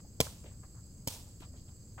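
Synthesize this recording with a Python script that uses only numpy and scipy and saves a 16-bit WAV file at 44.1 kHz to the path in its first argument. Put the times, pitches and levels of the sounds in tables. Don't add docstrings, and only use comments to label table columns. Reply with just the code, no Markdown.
import sys
import numpy as np
from scipy import signal
from scipy.fft import rfft, irfft
from scipy.io import wavfile

SR = 44100
rng = np.random.default_rng(int(sys.argv[2]) if len(sys.argv) > 2 else 0)


def master(y):
    cut = np.clip(np.atleast_2d(y).T, -1, 1)
    pcm = np.round(cut * 32767)
    wavfile.write(sys.argv[1], SR, pcm.astype(np.int16))


def rack_gain(trim_db):
    fader = np.asarray(trim_db, float)
    return 10 ** (fader / 20)


N = 88200
T = np.arange(N) / SR
HZ = np.maximum(np.fft.rfftfreq(N, 1 / SR), 1)

# start_s, thump_db, rattle_db, contact_s, facing (side of the ball towards the ports, +-1)
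KICKS = [
    (0.2028, -21, -18, 0.0009, -0.84),
    (1.071, -28.5, -25.5, 0.00488, 0.99),
]
# push_at (share of contact), tilt_db_per_octave, ground_echo_db, upper_strip_db
SHOE_CONTACTS = [(.1, -1.24, -1, -4.5), (.65, 0.8, 0, -0.5)]
# mode_hz, level_db, t60_s
HARD_MODES = [(106, -3.5, 0.057), (73, -10, 0.22), (260, -4.5, 0.037), (471, -3.5, 0.06), (529, 1, 0.031),
              (636, 5.5, 0.032), (780, -8, 0.071), (1026, -6, 0.066), (1370, -6.5, 0.037)]
# mode_hz, level_db, t60_s
SOFT_MODES = [(109, 1, 0.04), (248, 0.5, 0.027), (529, -3, 0.035), (645, -9, .04), (900, -2.5, 0.037),
              (1250, -37, 0.027)]
# centre_hz, width_hz, level_db
STRIPS = [(2270, 240, 3.5), (3190, 266, 1.5), (4410, 180, -2.5), (5280, 690, 0), (6560, 360, 2.5),
          (8300, 790, -4.5), (12600, 1000, -10.5), (15000, 590, -17)]
BETWEEN_STRIPS_DB = -12.5
PUSH_S, RATTLE_FALL_S, RATTLE_UNEVEN_DB = 0.00026, 0.0028, 2.0
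GROUND_DELAY_S, GROUND_THUMP_DB, GROUND_DULL_HZ = 0.00704, -10, 11300
MIC_LOW_HZ = 48.6

# level_db, tilt_db_per_octave, hold_s
TREE_RETURNS = [(-46.5, 1, .045), (-47.5, 1.5, 0.068)]
# freq_hz, density_db_per_hz
TREE_SPECTRUM = [(230, -22), (420, 1), (1000, -4), (1600, -14), (5000, -6), (8400, -6), (10000, -11),
                 (16000, -14.5)]
TREES_RISE_S, TREES_T60_S = 0.010, 0.40
LEAVES_HZ, LEAVES_T60_S = 6000, 0.30
LATE_DB, LATE_T60_S = -13.5, 1

# start_s, level_db, length_s, centre_hz,
# width_octaves
STEPS = [(.002, -60.5, 0.0034, 880, 4.3), (0.044, -63.5, 0.015, 686, 1.1), (.264, -45.5, 0.0081, 830, 2.0),
         (0.439, -62.5, 0.007, 1100, 3.9), (0.439, -57.5, 0.042, 464, 1.73),
         (0.448, -65.5, 0.045, 2170, 2.4), (0.508, -70, 0.036, 796, 2.1), (0.627, -62, 0.029, 780, 2.7),
         (0.743, -71.5, 0.02, 1130, 1.8), (0.762, -68.5, 0.031, 1060, 1.45), (1.151, -62, 0.026, 930, 0.63),
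         (1.264, -67.5, 0.024, 750, 1.2), (1.405, -47.5, 0.0048, 260, 1.23),
         (1.396, -62.5, 0.036, 2880, 5.1), (1.417, -58, 0.03, 900, 1.53), (1.42, -65.5, 0.028, 3050, 2),
         (1.466, -64.5, 0.011, 566, 1.3), (1.528, -65.5, 0.036, 576, 3.05), (1.55, -74.5, 0.073, 3560, 1.7),
         (1.682, -68, 0.019, 800, 1.8), (1.675, -75.5, 0.025, 3150, 1.2), (1.718, -73, 0.01, 800, 2.6),
         (1.976, -49.5, 0.026, 780, 2.63), (1.977, -75, 0.023, 3270, 1.1)]

# low_hz, high_hz, level_db, channel_likeness (0-1)
INSECT_BANDS = [(4416, 5210, -71.5, 0.02), (6160, 6800, -72, 0.52), (7234, 8100, -64.5, 0.97),
                (5400, 5650, -86.5, 0), (7700, 8800, -89.5, 0.6), (6200, 7400, -79.5, 1),
                (3810, 4350, -86.5, 0.6)]
# time_s, level_db
CHORUS_SWELL = [(0.0, -3), (2.0, -2.5)]
CLICKS_PER_S, THROB_DB, THROB_HZ = 6000, 1.5, 23.2

# freq_hz, density_db_per_hz
RUMBLE_SPECTRUM = [(15, -9), (25, -7.5), (70, 0), (108, 0), (152, -6), (220, -11), (329, -20), (574, -28),
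                   (1000, -46.5), (1300, -87), (2200, -120)]
# time_s, level_db
RUMBLE_SWELL = [(0, 1), (.4, 1.5), (.7, -0.5), (1.0, 0.5), (1.3, 0), (1.6, 0.5), (2, 0)]
# freq_hz, density_db_per_hz
AIR_SPECTRUM = [(300, -0.5), (1000, -4.5), (2000, -12.5), (3400, -15), (5000, -36), (9200, -13),
                (12500, -10.5), (16000, -9.5)]
RUMBLE_DB, AIR_DB = -51, -71.5

# freq_hz, balance_db
NEAR_BALANCE = [(60, 1.5), (300, .5), (1200, 2), (2600, -1), (4400, -2), (8100, -4), (15000, -10.5)]
# freq_hz, phase_rad
NEAR_LEAD = [(60, -.03), (300, -.12), (1210, -.3), (2500, -2.8), (3620, -.9), (5510, -2.0), (6300, .3),
             (8300, -1.9), (10000, -.1), (16000, .05)]
# freq_hz, ratio_db
DIFFUSE_SIDE = [(60, -17), (130, -26), (290, -14.5), (640, -11.5), (1410, -5), (3100, 2.5), (6820, -5.5),
                (15000, -21.5)]
# freq_hz, balance_db
DIFFUSE_BALANCE = [(60, 1.0), (180, 0.5), (550, 1.0), (1650, 6), (4970, -3), (15000, -4.5)]
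# freq_hz, phase_rad
DIFFUSE_LEAD = [(30, -.015), (100, -.045), (300, -.13), (1000, -.4), (3000, -.3), (6000, -.01)]
BACKGROUND_TOP_HZ, MIX_TOP_HZ, EDGE_HZ = 15850, 16900, 900


def rms_one(x):
    return x / np.sqrt(np.mean(x ** 2) + 1e-20)


def at_hz(points):
    freq_hz, value = np.array(points).T
    return np.interp(np.log(HZ), np.log(freq_hz), value)


def colour(x, gain):
    return irfft(rfft(x) * gain, N)


def resonance(centre_hz, width_hz):
    return 1 / (1 + (2 * (HZ - centre_hz) / width_hz) ** 2)


def drift(rate_hz):
    return rms_one(colour(rng.standard_normal(N), 1 / (1 + (HZ / rate_hz) ** 2)))


def grains(per_s, uneven_db):
    sizes = rack_gain(uneven_db * np.minimum(rng.exponential(1, N), 4))
    signs = rng.choice([-1, 1], N)
    return sizes * signs * (rng.random(N) < per_s / SR)


def swell(start_s, rise_s, fall_s):
    t = np.maximum(T - start_s, 0)
    return (1 - np.exp(-(t / rise_s) ** 2)) * np.exp(-np.maximum(t - rise_s, 0) / fall_s)


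def ring(x, mode_hz, t60_s):
    radius = rack_gain(-60 / (t60_s * SR))
    angle = 2 * np.pi * mode_hz / SR
    poles = [1, -2 * radius * np.cos(angle), radius * radius]
    return signal.lfilter([0, np.sin(angle)], poles, x + 1e-18)


def near(x):
    step = rack_gain(at_hz(NEAR_BALANCE) / 2) * np.exp(0.5j * at_hz(NEAR_LEAD))
    return np.array([colour(x, step), colour(x, 1 / step)])


def diffuse(mid, side):
    side = colour(side, rack_gain(at_hz(DIFFUSE_SIDE)))
    step = rack_gain(at_hz(DIFFUSE_BALANCE) / 2) * np.exp(0.5j * at_hz(DIFFUSE_LEAD))
    return np.array([colour(mid + side, step), colour(mid - side, 1 / step)])


def ball_thump(push, modes, facing):
    drive = push / push.sum()
    body = 0
    for mode_hz, level_db, t60_s in modes:
        sign = 1 if mode_hz < 150 else facing
        body = body + rack_gain(level_db) * ring(drive, mode_hz, t60_s) * sign
    return body + rack_gain(GROUND_THUMP_DB) * np.roll(body, int(GROUND_DELAY_S * SR))


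def strip_rattle(strips, start_s, contact_s, ground_db):
    direct = strips * swell(start_s, contact_s, RATTLE_FALL_S)
    dull = colour(strips, 1 / (1 + (HZ / GROUND_DULL_HZ) ** 2))
    bounced = dull * swell(start_s + GROUND_DELAY_S + contact_s / 2, contact_s / 2, RATTLE_FALL_S)
    return direct + rack_gain(ground_db) * bounced


def kicks():
    out = 0
    clicks = grains(16000, RATTLE_UNEVEN_DB)
    peaks = sum(rack_gain(db) * resonance(hz, width_hz) for hz, width_hz, db in STRIPS)
    weave = (rack_gain(BETWEEN_STRIPS_DB) + peaks) / (1 + (1500 / HZ) ** 4)
    for kick, shoe, modes in zip(KICKS, SHOE_CONTACTS, (HARD_MODES, SOFT_MODES)):
        start_s, thump_db, rattle_db, contact_s, facing = kick
        push_at, tilt_db, ground_db, upper_db = shoe
        upper = rack_gain(upper_db) * resonance(8100, 900)
        strips = rms_one(colour(clicks, (weave + upper) * rack_gain(tilt_db * np.log2(HZ / 5000))))
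        push = swell(start_s + push_at * contact_s, PUSH_S, PUSH_S)
        out = out + rack_gain(thump_db) * ball_thump(push, modes, facing)
        out = out + rack_gain(rattle_db) * strip_rattle(strips, start_s, contact_s, ground_db)
    mic_low_cut = signal.butter(2, MIC_LOW_HZ, "high", fs=SR, output="sos")
    return near(signal.sosfilt(mic_low_cut, out))


def trees():
    out = 0
    scatter = np.array([grains(7000, 2.56), grains(7000, 2.4)])
    leaves = 1 / (1 + (LEAVES_HZ / HZ) ** 4)
    for (start_s, *_), (level_db, tilt_db, hold_s) in zip(KICKS, TREE_RETURNS):
        decay_s = np.maximum(T - start_s - hold_s, 0) + 0.25 * np.clip(T - start_s, 0, hold_s)
        spectrum = rack_gain(at_hz(TREE_SPECTRUM) + tilt_db * np.log2(HZ / 3000))
        hiss = rms_one(colour(scatter, spectrum))
        rise = swell(start_s, TREES_RISE_S, 17)
        late = rack_gain(LATE_DB - 60 * decay_s / LATE_T60_S)
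        for share, t60_s in ((1 - leaves, TREES_T60_S), (leaves, LEAVES_T60_S)):
            fade = rack_gain(-60 * decay_s / t60_s) + late
            out = out + rack_gain(level_db) * rise * fade * colour(hiss, share)
    return diffuse(*out)


def shoes():
    out = 0
    grit = np.array([grains(4000, 2.5), grains(4000, 2.5)]) * rack_gain(1.5 * drift(90))
    for start_s, level_db, length_s, centre_hz, width_octaves in STEPS:
        band = np.exp(-(2 * np.log2(HZ / centre_hz) / width_octaves) ** 2 * 1.25)
        fall = np.exp(-np.maximum(T - start_s - 0.6 * length_s, 0) / (0.57 * length_s))
        held = swell(start_s, 0.17 * length_s, 10) * fall
        burst = colour(grit, band) * held
        level = np.sqrt(np.sum(held ** 2) / np.mean(np.sum(burst ** 2, axis=1)))
        out = out + rack_gain(level_db) * burst * level
    return diffuse(*out)


def insects():
    out = 0
    for low_hz, high_hz, level_db, alike in INSECT_BANDS:
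        band = signal.butter(3, [low_hz, high_hz], "band", fs=SR, output="sos")
        mid = rms_one(signal.sosfilt(band, grains(CLICKS_PER_S, 2.0)))
        side = rms_one(signal.sosfilt(band, grains(CLICKS_PER_S, 2.0)))
        alike = np.clip(alike, 0, 1)
        callers = np.sqrt(1 + alike) * mid + np.sqrt(1 - alike) * side * [[1], [-1]]
        out = out + rack_gain(level_db + THROB_DB * drift(THROB_HZ)) * callers
    chorus_db = np.interp(T, *np.transpose(CHORUS_SWELL))
    return out * rack_gain(chorus_db) * rack_gain([[-1.2], [1.2]])


def outdoors():
    rumble_gain = rack_gain(at_hz(RUMBLE_SPECTRUM)) / (1 + (HZ / 1100) ** 4)
    rumble = rms_one(colour(rng.standard_normal((2, N)), rumble_gain))
    air_gain = rack_gain(at_hz(AIR_SPECTRUM)) / (1 + (300 / HZ) ** 4)
    air = rms_one(colour(rng.standard_normal((2, N)), air_gain))
    rumble_db = RUMBLE_DB + np.interp(T, *np.transpose(RUMBLE_SWELL))
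    return diffuse(*(rack_gain(rumble_db) * rumble + rack_gain(AIR_DB + 0.5 * drift(30)) * air))


def scene():
    background = trees() + shoes() + insects() + outdoors()
    return kicks() + colour(background, HZ < BACKGROUND_TOP_HZ)


def band_limit(x):
    return signal.sosfilt(signal.butter(12, 16670, fs=SR, output="sos"), x)


def record(dry):
    top_cut = np.clip((MIX_TOP_HZ - HZ) / EDGE_HZ, 0, 1) ** 2
    mix = colour(dry, top_cut)
    return band_limit(mix)


dry = scene()
out = record(dry)
master(out)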